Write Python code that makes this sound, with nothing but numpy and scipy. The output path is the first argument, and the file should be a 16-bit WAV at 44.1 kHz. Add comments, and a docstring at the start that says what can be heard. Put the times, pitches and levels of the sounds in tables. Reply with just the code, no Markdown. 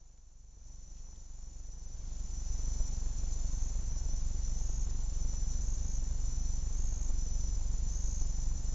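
"""Night forest, trail camera

The forest fades in on the camera's stereo microphone. Close by, a cricket scrapes its wings in short
rising trills; farther out others slur, chirp and tick over a distant chorus, and an animal treads
softly on dry leaves. The camera's own supply sags about 23 times a second, putting a low throb
under it all, with a faint hum, rumble and hiss."""
import sys
import numpy as np
from scipy import signal
from scipy.fft import rfft, irfft, next_fast_len
from scipy.io import wavfile
from scipy.ndimage import uniform_filter1d, map_coordinates

SR = 44100
rng = np.random.default_rng(int(sys.argv[2]) if len(sys.argv) > 2 else 0)


def dump(signal):
    """Clip the signal to [-1, 1] and save it as 16-bit WAV at the path in sys.argv[1]."""
    limited = np.clip(np.atleast_2d(signal).T, -1, 1)
    pcm = np.round(limited * 32767).astype(np.int16)
    wavfile.write(sys.argv[1], SR, pcm)


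N = 385434

# Levels in all tables are relative.
# trills of the close cricket: first pulse t/s, last pulse t/s, level/dB, top f/Hz, rise t/s
NEAR_TRILLS = [(3.518, 3.686, -47.5, 6510, 0.14), (4.553, 4.849, -46.5, 6570, 0.11),
               (5.619, 5.757, -45, 6520, 0.078), (5.831, 5.973, -45.5, 6500, 0.043),
               (6.736, 7.066, -45, 6490, 0.053), (7.903, 8.217, -44, 6490, 0.053)]
# bouts the neighbours sing together: start t/s, end t/s, slurring level/dB, chirping level/dB
NEIGHBOUR_BOUTS = [(.56, 1.12, -53.5, -61), (1.31, 1.47, -54, -69), (1.58, 2.03, -54, -60),
                   (2.27, 2.85, -53.5, -63.5), (3.46, 3.7, -59, -57.5), (3.84, 4.14, -54, -60.5),
                   (4.32, 4.69, -55, -62), (5.13, 5.563, -54, -61), (5.72, 5.966, -55.5, -59.5),
                   (6.19, 6.6, -53.5, -63), (7.12, 7.46, -52, -58.5), (7.82, 8.42, -55.5, -59.5),
                   (8.62, 8.74, -53, -60)]
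# songs of the low cricket: start t/s, end t/s
LOW_SONGS = [(1.7, 2.6), (4.2, 4.8), (7.05, 8.7)]
# spectrum of the distant insects: f/Hz, level/dB
CHORUS_SPECTRUM = [(2500, -40.5), (3500, -21), (4300, -13), (5000, -15), (5600, -6), (5950, 4),
                   (6300, -2.5), (6600, -2.5), (7000, 2.5), (7350, -10), (7600, -11), (8000, -50)]
# steps on dry leaves: t/s, level/dB, half-width t/s
LEAF_STEPS = [(0.179, -54, 0.0036), (.98, -62, 0.032), (1.16, -57, .004), (1.972, -63, 0.0027),
              (2.088, -66, 0.19)]
# reverberation among the trees: f/Hz, 60 dB decay t/s
FOREST_DECAY = [(500, 0.43), (6000, 0.17), (10000, 0.24)]
# the camera's heavier current draws, each a thump with a puff of hiss: t/s, level/dB
HEAVY_DRAWS = [(2.809, -56.5), (4.139, -59.5), (5.254, -62), (6.842, -59), (7.1, -54), (8.218, -57.5)]
# tones of the camera's hum: f/Hz, level/dB
HUM_TONES = [(124, -57), (163, -61.5), (188, -67), (226, -73), (248, -69.5), (280, -73)]
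# spectrum of the rumble under the throb: f/Hz, level/dB
RUMBLE_SPECTRUM = [(8, -9.5), (20, 3), (40, 3.5), (80, -7.5), (110, -10.5), (160, -19.5), (220, -20.5),
                   (400, -44.5), (1000, -74)]
# spectrum of the camera's hiss: f/Hz, level/dB
HISS_SPECTRUM = [(150, -30.5), (250, -6), (338, -4.5), (854, -7.5), (1240, -14.5), (2030, -19),
                 (3110, -20.5), (5000, -19.5), (6500, -47), (11000, -120)]
# likeness of the noise in the two channels: f/Hz, left-right correlation
STEREO_LIKENESS = [(60, 1.0), (110, 1.0), (200, 0.98), (370, 0.73), (680, 0.54), (1250, 0.78), (2290, 0.79),
                   (4200, 0.73), (7700, 0.56)]
# the fade-in: t/s, forest and hiss level/dB, throb level/dB
FADE_IN = [(0, -16.5, -22), (.45, -17.5, -19.5), (.7, -12, -14.5), (1.1, -10, -13), (1.75, -9, -11),
           (2.05, -6, -5.5), (2.35, -2.5, -3.5), (2.6, 0, -0.3), (6, 0, 1)]


def near_cricket(rate=57.4, duty=.61, climb_hz=300, soft_db=4, droop_hz=60, wander_hz=14):
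    """Close to the microphone: each trill climbs in pitch and strength as the wings get going."""
    t, out = clock(), np.zeros(N)
    wander = wander_hz * wobble(70)
    for first, last, db, top_hz, rise in NEAR_TRILLS:
        count = max(round((last - first) * rate), 1)
        span = (t > first - .5 / rate) & (t < last + .5 / rate)
        elapsed = t[span] - first
        stroke = elapsed / (last - first) * count
        within = np.clip((stroke - np.round(stroke)) / duty, -.5, .5)  # 0 at mid-stroke
        slack = np.clip(1 - elapsed / rise, 0, 1)  # 0 once the wings are going
        pitch = top_hz - climb_hz * slack - droop_hz * within + wander[span]
        level_db = db + 1.5 - soft_db * slack + .23 * wobble(46)[span]
        out[span] += amp(level_db) * np.cos(np.pi * within) * sine(pitch)
    return out


def wing_strokes(rate, duty, sung, unsteady=.04, scatter_db=2):
    """Loudness and progress (0-1) of strokes, rate a second; sung is the share that sound."""
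    count = np.cumsum(rate * (1 + unsteady * wobble(6))) / SR + rng.random()
    chance = rng.random((4096, 2))
    size = (chance[:, 0] < sung) * amp(scatter_db * (2 * chance[:, 1] - 1))
    progress = np.clip(count % 1 / duty, 0, 1)
    return size[count.astype(int)] * np.sqrt(np.abs(np.sin(np.pi * progress))), progress


def cricket(hz, sweep_hz, rate, duty, sung, waver_hz):
    """The wing rings while the scraper runs over the file; its pitch slides through each stroke."""
    loudness, progress = wing_strokes(rate, duty, sung)
    return unit(loudness * sine(hz + sweep_hz * (progress - .5) + waver_hz * wobble(45)))


def slurring_crickets():
    """Two neighbours farther out: one slurs upward, one holds a lower note; distant ones join in."""
    rising = cricket(5995, sweep_hz=140, rate=15.2, duty=.62, sung=.9, waver_hz=28)
    holding = cricket(5895, sweep_hz=-25, rate=14.3, duty=.75, sung=.75, waver_hz=17)
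    far = noise([(4600, -51), (5200, -12.5), (5600, -7), (5950, -.5), (6250, -6), (6500, -39)])
    return amp(-6.5 + .75 * wobble(11)) * rising + amp(-7 + .69 * wobble(12)) * holding + amp(-6) * far


def chirping_crickets():
    """A slightly higher pair of neighbours chirps in shorter strokes."""
    upper = cricket(6280, sweep_hz=30, rate=14.6, duty=.5, sung=.8, waver_hz=22)
    lower = cricket(6150, sweep_hz=170, rate=15.8, duty=.5, sung=.7, waver_hz=26)
    return amp(-3.5) * upper + amp(-6.5) * lower


def bout_loudness(attack_s=.1, release_s=.15, slur_lull_db=-60.5, chirp_lull_db=-65):
    """The slurring and chirping pairs swell together, hold, and die back to a lull of stragglers."""
    t, lull = clock(), amp([[slur_lull_db], [chirp_lull_db]])
    loudness = lull * np.ones(N)
    for start, end, slur_db, chirp_db in NEIGHBOUR_BOUTS:
        swell = np.clip((t - start) / attack_s, 0, 1) * np.clip(1 - (t - end) / release_s, 0, 1)
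        loudness += swell * (amp([[slur_db], [chirp_db]]) - lull)
    return loudness


def ticking_cricket(gap_s=.017, phrase_s=.58, rest_s=.079):
    """A high cricket gives short double ticks and rests about twice a second."""
    tick, _ = wing_strokes(rate=18.8, duty=.14, sung=.95, unsteady=.12)
    second_size = amp(1.8 * wobble(11))
    second_tick = np.interp(clock() - gap_s * (1 + .1 * wobble(7.3)), clock(), tick)
    pair = tick + second_size * second_tick
    phrase_time = np.cumsum(1 + .3 * wobble(1.8)) / SR % phrase_s
    singing = phrase_time < phrase_s - rest_s
    return amp(-65.5) * unit(pair * singing * sine(7235 + 10 * wobble(30)))


def faint_crickets():
    """Far from the microphone a thin trill runs on; a lower cricket comes and goes."""
    thin = cricket(6882, sweep_hz=10, rate=57, duty=.95, sung=.8, waver_hz=20)
    low = cricket(4878, sweep_hz=30.7, rate=28, duty=.9, sung=.75, waver_hz=26.3)
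    singing = sum((clock() > start) & (clock() < end) for start, end in LOW_SONGS)
    low_swell = uniform_filter1d(singing * 1., size=6000)
    return amp(-68 + 2.1 * wobble(.91)) * thin + amp(-78) * low_swell * low


def far_chorus():
    """Countless distant insects merge into a shimmering band that flutters at their wing rate."""
    flutter_db = 1.9 * sine(57 * (1 + .045 * wobble(10)))
    shimmer_db = .98 * wobble(3.6) + 1.8 * wobble(70)
    return amp(-55.5 + shimmer_db + flutter_db) * noise(CHORUS_SPECTRUM)


def leaf_steps():
    """On the forest floor, soft steps crush dry leaves in brief puffs of crackle."""
    press = sum(amp(db) * bump(s, width) for s, db, width in LEAF_STEPS)
    crackle = amp(3.1 * wobble(400))
    rustle = noise([(200, -26), (800, -2), (2000, -3), (4300, 2.5), (6000, -1), (9000, -20)])
    return press * unit(crackle * rustle)


def forest_reverb(song):
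    """Trunks and leaves scatter the song differently to each side of the microphone."""
    hz, t, scatter = signal.stft(rng.standard_normal((2, SR // 2)), SR, nperseg=256)
    decay = amp(-60 * t / along(FOREST_DECAY, hz)[:, None])
    _, tail = signal.istft(scatter * decay, SR, nperseg=256)
    return signal.fftconvolve(song, tail / np.linalg.norm(tail[0]), axes=1)[:, :N]


def frame_load(frame_hz=23.296, width_s=.00932, late_every=6.7, late_s=.0085):
    """The camera draws current once a frame, every few frames late, with smaller draws in between."""
    frame = np.arange(int(N / SR * frame_hz) + 1)
    slip, lag, extra_lag, length, extra_length, extra_chance, size = rng.random((len(frame), 7)).T
    delayed = (frame + 1.2 * slip) % late_every < 1
    onsets = .0107 + frame / frame_hz + delayed * late_s * (.3 + .7 * lag)
    starts = np.concatenate([onsets, onsets + extra_lag / frame_hz])
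    ends = starts + width_s * np.concatenate([1 + .29 * (length - .5), .4 + .65 * extra_length])
    sizes = np.concatenate([1 + .2 * (size - .5), .36 * (extra_chance < .45)])
    edges = lambda times: np.bincount((times * SR).astype(int), sizes, N + SR)[:N]
    return np.cumsum(edges(starts) - edges(ends))


def surges(width_s):
    """The strength of the camera's occasional heavier draws."""
    return sum(amp(db) * bump(s, width_s) for s, db in HEAVY_DRAWS)


def camera_throb(load, sag_hz=42, smooth_hz=210, coupling_hz=7):
    """Each draw makes the supply sag: a low thump, over hum and rumble."""
    highpass = lambda hz: 1j * hz / (coupling_hz + 1j * hz)
    supply = lambda hz: highpass(hz) / (1 + 1j * hz / sag_hz) / (1 + 1j * hz / smooth_hz)
    thumps = -filtered(amp(-22) * load + amp(29) * surges(width_s=.0068), supply)
    hum = sum(amp(db - 1.5 + 3 * wobble(9)) * sine(hz + 2 * wobble(6)) for hz, db in HUM_TONES)
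    return thumps + hum + amp(-44) * noise(RUMBLE_SPECTRUM)


def camera_hiss(load, split_hz=1700):
    """The noise floor: its dull part lifts with each draw, its bright part stays even."""
    lift_db = (3.5 + 1.4 * wobble(23)) * uniform_filter1d(load, size=200)
    pulsing = amp(-61 + lift_db + .6 * wobble(13))
    lowpass = lambda hz: 1 / np.sqrt(1 + (hz / split_hz) ** 4)
    highpass = lambda hz: np.sqrt(1 - lowpass(hz) ** 2)
    puff = noise([(60, -7), (200, -.5), (450, -3.5), (900, -10.5), (1600, -28), (4000, -42)])
    dull = filtered(pulsing * noise(HISS_SPECTRUM), lowpass)
    bright = amp(-59) * filtered(noise(HISS_SPECTRUM), highpass)
    return dull + bright + amp(5) * surges(width_s=.0088) * puff


def amp(db):
    """Decibels to amplitude."""
    return 10 ** (np.asarray(db) / 20)


def unit(x):
    """x scaled to rms 1."""
    return x / np.sqrt(np.mean(x ** 2) + 1e-20)


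def clock():
    """The time of each sample."""
    return np.arange(N) / SR


def bump(centre_s, width_s):
    """A bell-shaped pulse."""
    return np.exp(-((clock() - centre_s) / width_s) ** 2)


def along(points, hz):
    """Read (f/Hz, value) points on a log axis."""
    f, v = np.transpose(points)
    return np.interp(np.log(hz + 1), np.log(f + 1), v)


def wobble(rate):
    """A smooth random curve, rate knots a second."""
    return map_coordinates(rng.standard_normal(int(N * rate / SR) + 4), [clock() * rate])


def sine(hz):
    """A tone that follows a pitch curve."""
    return np.sin(2 * np.pi * (np.cumsum(hz) / SR + rng.random()))


def filtered(x, response):
    """x through a complex frequency response."""
    size = next_fast_len(N + SR // 2)
    return irfft(rfft(x, size) * response(np.fft.rfftfreq(size, 1 / SR)), size)[..., :N]


def noise(spectrum):
    """Mid-side noise of rms 1, shaped by (f/Hz, level/dB) points, as left and right."""
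    angle = lambda hz: np.arccos(np.clip(along(STEREO_LIKENESS, hz), -1, 1)) / 2
    colour = lambda hz: amp(along(spectrum, hz)) * [np.cos(angle(hz)), np.sin(angle(hz))]
    mid, side = filtered(rng.standard_normal((2, N)), colour)
    return unit(np.array([mid + side, mid - side]))


def scene():
    """One cricket close and nearly dry, the rest back among the trees; the throb has its own fade-in."""
    near = near_cricket()
    slur_loudness, chirp_loudness = bout_loudness()
    neighbours = slur_loudness * slurring_crickets() + chirp_loudness * chirping_crickets()
    others = neighbours + faint_crickets() + ticking_cricket()
    insects = near + others + forest_reverb(amp(-17) * near + amp(-7.5) * others) + far_chorus()
    load = frame_load()
    ambience = insects + leaf_steps() + camera_hiss(load)
    times, ambience_db, throb_db = np.transpose(FADE_IN)
    fade = lambda db: amp(np.interp(clock(), times, db))
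    return fade(ambience_db) * ambience + fade(throb_db) * camera_throb(load)


def record(dry):
    """The camera keeps nothing above its band limit."""
    limit_hz = 7410
    return filtered(dry, lambda hz: 1 / np.sqrt(1 + (hz / limit_hz) ** 200))


dry = scene()
out = record(dry)
dump(out)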